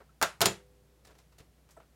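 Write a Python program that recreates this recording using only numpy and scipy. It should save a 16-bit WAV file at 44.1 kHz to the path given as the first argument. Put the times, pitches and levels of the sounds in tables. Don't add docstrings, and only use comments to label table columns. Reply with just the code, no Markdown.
import sys
import numpy as np
from scipy import signal
from scipy.fft import rfft, irfft, next_fast_len
from scipy.io import wavfile
from scipy.ndimage import uniform_filter1d

SR = 44100
rng = np.random.default_rng(int(sys.argv[2]) if len(sys.argv) > 2 else 0)


def master(y):
    cut = np.clip(np.atleast_2d(y).T, -1, 1)
    pcm = np.round(cut * 32767)
    wavfile.write(sys.argv[1], SR, pcm.astype(np.int16))


N = 85995

# f/Hz, density level/dB
FLOOR_SPECTRUM = [(20, -25.5), (33, -14.5), (50, -4.5), (90, -1), (150, -0.5), (250, -8), (500, -10.5),
                  (1000, -18.5), (3000, -24), (8000, -27), (14000, -29), (16500, -34.5)]
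# f/Hz, rms level/dB
HUM_LINES = [(59.5, -66), (150.7, -76.5)]
# t/s, level/dB, bass/dB, low-mid/dB, treble/dB, rise time constant/s
KEY_TAPS = [(.002, -44.5, -4, 3.5, -22, 0.0022), (.322, -86, -17, -10, -34.5, 0.0044),
            (0.515, -41, 11, 3, -16, 0.0033), (1.047, -50, -6, -3, 5, 0.004),
            (1.070, -52, -12, 5.5, 1, 0.0015), (1.087, -49, -36, 8.5, -19, 0.0014),
            (1.103, -50.5, 10, 4.5, -4.5, 0.0053), (1.148, -55.5, -5, 8, -0.5, 0.0066),
            (1.182, -52.5, 2, -16, 5, 0.0052), (1.321, -55.5, -11, -5, -4, 0.0037),
            (1.381, -48.5, 3, 2, 4.5, 0.0046), (1.402, -51, 14, 7, -7, 0.00067),
            (1.578, -62.5, 2, 9.5, -18, 0.0034), (1.687, -50, 6, -2, 0.5, 0.015),
            (1.706, -67, 2.5, -19, 21.5, 0.0053), (1.77, -54, -7, 16, -23, .003),
            (1.801, -48.5, 3, 0, -15.5, 0.00073)]
# t/s, level/dB, start f/Hz, end f/Hz, length/s
FINGER_SQUEAKS = [(.090, -65, 1350, 1300, .012), (1.765, -49, 1000, 560, .02),
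                  (1.763, -67, 9200, 7700, .012)]
# t/s, level/dB, bass/dB, low-mid/dB, treble/dB, case ring/dB, shell ring/dB, latch/dB
HARD_CONTACTS = [(.2147, -18, -7.5, -7.5, -12, -3, -4.5, -14.5),
                 (.2256, -19.5, -8, -9, 2, -7.5, -3.5, -8.5), (.2272, -19.5, -6, -4, -7.5, -3.5, 7, -11),
                 (.4067, -20, 2, -7.5, -7, 3.5, -4.5, -9), (.4152, -19.5, -6, 5, 5.5, 0, -1.5, -7.5),
                 (.4242, -21.5, -3, 7, -7.5, -9.5, 0, -15.5), (.4547, -29, -1, 2.5, 0.5, -1, -12, -3.5),
                 (.4577, -18.5, 9, 4, 3.5, -1, -4.5, 3)]
# f/Hz, density level/dB
PLASTIC_SPECTRUM = [(25, -22), (50, -6), (110, -1.5), (270, 0), (400, 5), (650, 3), (1400, 2), (2300, -1.5),
                    (4300, -0.5), (7500, -4.5), (10000, -7), (14500, -10), (16500, -16.5)]
# f/Hz, t60/s
PLASTIC_DECAY = [(100, .12), (700, 0.15), (3000, 0.079), (12000, .055)]
# f/Hz, density level/dB
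ROOM_SPECTRUM = [(25, -19.5), (120, -3.5), (270, -8), (400, 2.5), (600, 4.5), (1400, 6.5), (2500, 3.5),
                 (7000, -0.5), (11000, -9), (16000, -13.5)]
# f/Hz, t60/s
ROOM_DECAY = [(100, .33), (500, .27), (2000, 0.26), (6000, 0.22), (11000, 0.24), (15000, .14)]
# f/Hz, density level/dB
SNAP_SPECTRUM = [(500, -26), (2500, -10), (4300, -5.5), (7500, -2.5), (11000, -7.5), (16000, -10.5)]
# f/Hz, level/dB, t60/s
CASE_MODES = [(91, -13, .22), (122, -15, .24), (162, -12, .25), (191, -6.5, .28), (350, -6, .23),
              (395, -5, .22), (445, -6, .18), (565, -8, .17), (632, -6, .17), (675, 1, .18), (700, -3, .13),
              (745, -6, .14), (902, -6, .2), (1010, -6, .15)]
# f/Hz, level/dB, t60/s
SHELL_MODES = [(1312, -2, .15), (1361, -1, .15), (1443, -4, .16), (1490, -5, .12), (1561, -4, .14),
               (1609, -3, .15), (2090, -9, .14), (3560, -9, .14), (4300, -9, .09)]
# f/Hz, level/dB, t60/s
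LATCH_MODES = [(2650, -8, .18), (3266, -10, .16), (3750, -11, .12), (4200, -6, .07), (4450, -5, .07),
               (5200, -9, .12), (6850, -2, .13), (7070, 0, .14), (7400, -5, .1)]
# f/Hz, level/dB, t60/s
SPRING_MODES = [(398, -60, 1.7), (501, -58.5, 1.9)]

FLOOR_DB = -67
RING_N = SR * 3 // 5
RING_RISE_S = .002
CRACK_DB, CRACK_T60_S, BODY_DB = -2, 0.013, -4.5
TABLE_ECHO_S, TABLE_ECHO_DB = 0.004, -3
ROOM_DB, ROOM_RISE_S = -14, 0.0067
BASS_HZ, LOW_MID_HZ, MID_FROM_HZ, MID_TO_HZ = 130, 430, 680, 1500
CLACK_TREBLE_HZ, TAP_TREBLE_HZ = 3200, 7300
SCRAPE_DB = 2
SQUEAK_WAVER, SQUEAK_OVERTONE_DB = .12, -13
SQUEAK_ROOM_DB, SQUEAK_T60_S = -1, .17
CASE_DB, SHELL_DB, LATCH_DB = -13.5, -15, -12
SPIKE_DB, SPIKE_HZ, SPIKE_T60_S = 5, 5500, .002
SNAP_DB, SNAP_T60_S = 2.5, .009
TOP_HZ = 16000


def amp(db):
    return 10 ** (np.asarray(db) / 20)


def unit(x):
    return x / np.sqrt(np.mean(x ** 2) + 1e-20)


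def along(points, hz):
    f, value = np.transpose(points)
    return np.interp(np.log(hz + 1), np.log(f + 1), value)


def fade(t, t60):
    return np.exp(-np.log(1000) * t / np.maximum(t60, 1e-4))


def rise(t, time_constant):
    return 1 - np.exp(-t / max(time_constant, 1e-5))


def add(track, s, sound):
    part = track[max(round(s * SR), 0):][:len(sound)]
    part += sound[:len(part)]


def noise(spectrum, size):
    hz = np.fft.rfftfreq(size, 1 / SR)
    phases = np.exp(2j * np.pi * rng.random(len(hz)))
    return unit(irfft(phases * amp(along(spectrum, hz)), size))


def background():
    t = np.arange(N) / SR
    hum = np.zeros(N)
    for hz, db in HUM_LINES:
        hum += amp(db) * np.sqrt(2) * np.sin(2 * np.pi * (hz * t + rng.random()))
    return amp(FLOOR_DB) * noise(FLOOR_SPECTRUM, N) + hum


def dying(spectrum, t60s):
    hz, t, bins = signal.stft(noise(spectrum, RING_N), SR, nperseg=256)
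    decay = fade(t, along(t60s, hz)[:, None])
    return signal.istft(bins * decay, SR, nperseg=256)[1][:RING_N]


def room(t):
    return dying(ROOM_SPECTRUM, ROOM_DECAY) * rise(t, ROOM_RISE_S)


def contact(t):
    crack = amp(CRACK_DB) * noise(PLASTIC_SPECTRUM, RING_N) * fade(t, CRACK_T60_S)
    body = amp(BODY_DB) * dying(PLASTIC_SPECTRUM, PLASTIC_DECAY)
    out = crack + body + amp(ROOM_DB) * room(t)
    add(out, TABLE_ECHO_S, amp(TABLE_ECHO_DB) * crack)
    return out


def tone(x, bass_db, low_mid_db, treble_db, treble_hz):
    size = next_fast_len(2 * RING_N, True)
    points = [(BASS_HZ, bass_db), (LOW_MID_HZ, low_mid_db), (MID_FROM_HZ, 0), (MID_TO_HZ, 0),
              (treble_hz, treble_db)]
    gains = amp(along(points, np.fft.rfftfreq(size, 1 / SR)))
    cepstrum = irfft(np.log(gains), size)
    cepstrum[1:size // 2] *= 2
    cepstrum[size // 2 + 1:] = 0
    return irfft(rfft(x, size) * np.exp(rfft(cepstrum)), size)[:RING_N]


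def keys():
    out, t = np.zeros(N), np.arange(RING_N) / SR
    for s, db, bass_db, low_mid_db, treble_db, rise_s in KEY_TAPS:
        swing = unit(uniform_filter1d(rng.standard_normal(RING_N), size=90))
        grain = unit(amp(SCRAPE_DB * swing))
        touch = contact(t) * rise(t, rise_s) * grain
        add(out, s, amp(db) * tone(touch, bass_db, low_mid_db, treble_db, TAP_TREBLE_HZ))
    return out


def squeaks():
    out = np.zeros(N)
    for s, db, start_hz, end_hz, length in FINGER_SQUEAKS:
        u = np.arange(int(length * SR)) / (length * SR)
        waver = unit(uniform_filter1d(rng.standard_normal(len(u)), size=24))
        glide = end_hz + (start_hz - end_hz) * (1 - u) ** 2
        phase = 2 * np.pi * np.cumsum(glide * (1 + SQUEAK_WAVER * waver)) / SR
        voice = np.sin(phase) + amp(SQUEAK_OVERTONE_DB) * np.sin(2 * phase)
        add(out, s, amp(db) * np.sin(np.pi * u) * voice)
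    tail = rng.standard_normal(RING_N) * fade(np.arange(RING_N) / SR, SQUEAK_T60_S)
    tail /= np.linalg.norm(tail)
    return out + amp(SQUEAK_ROOM_DB) * signal.fftconvolve(out, tail)[:N]


def ring(modes, t):
    out = np.zeros(len(t))
    for k, (hz, db, t60) in enumerate(modes):
        strength = (-1) ** k * amp(db + rng.standard_normal())
        out += strength * fade(t, t60) * np.sin(2 * np.pi * hz * t)
    return out * rise(t, RING_RISE_S)


def cassette():
    out, t = np.zeros(N), np.arange(RING_N) / SR
    spike = amp(SPIKE_DB) * np.sin(2 * np.pi * SPIKE_HZ * t) * fade(t, SPIKE_T60_S)
    for s, db, bass_db, low_mid_db, treble_db, case_db, shell_db, latch_db in HARD_CONTACTS:
        snap = spike + amp(SNAP_DB) * noise(SNAP_SPECTRUM, RING_N) * fade(t, SNAP_T60_S)
        latch = amp(latch_db) * (snap + amp(LATCH_DB) * ring(LATCH_MODES, t))
        case = amp(CASE_DB + case_db) * ring(CASE_MODES, t)
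        shell = amp(SHELL_DB + shell_db) * ring(SHELL_MODES, t)
        plastic = tone(contact(t) + case + shell, bass_db, low_mid_db, treble_db, CLACK_TREBLE_HZ)
        add(out, s, amp(db) * (latch + plastic))
    return out


def spring():
    out, t = np.zeros(N), np.arange(N) / SR
    last_snap_s = HARD_CONTACTS[-1][0]
    add(out, last_snap_s, ring(SPRING_MODES, t))
    return out


def scene():
    return (background() + keys() + squeaks() + cassette() + spring())[None]


def record(dry):
    lowpass = signal.ellip(12, .1, 90, TOP_HZ, fs=SR, output="sos")
    return signal.sosfilt(lowpass, dry)


dry = scene()
out = record(dry)
master(out)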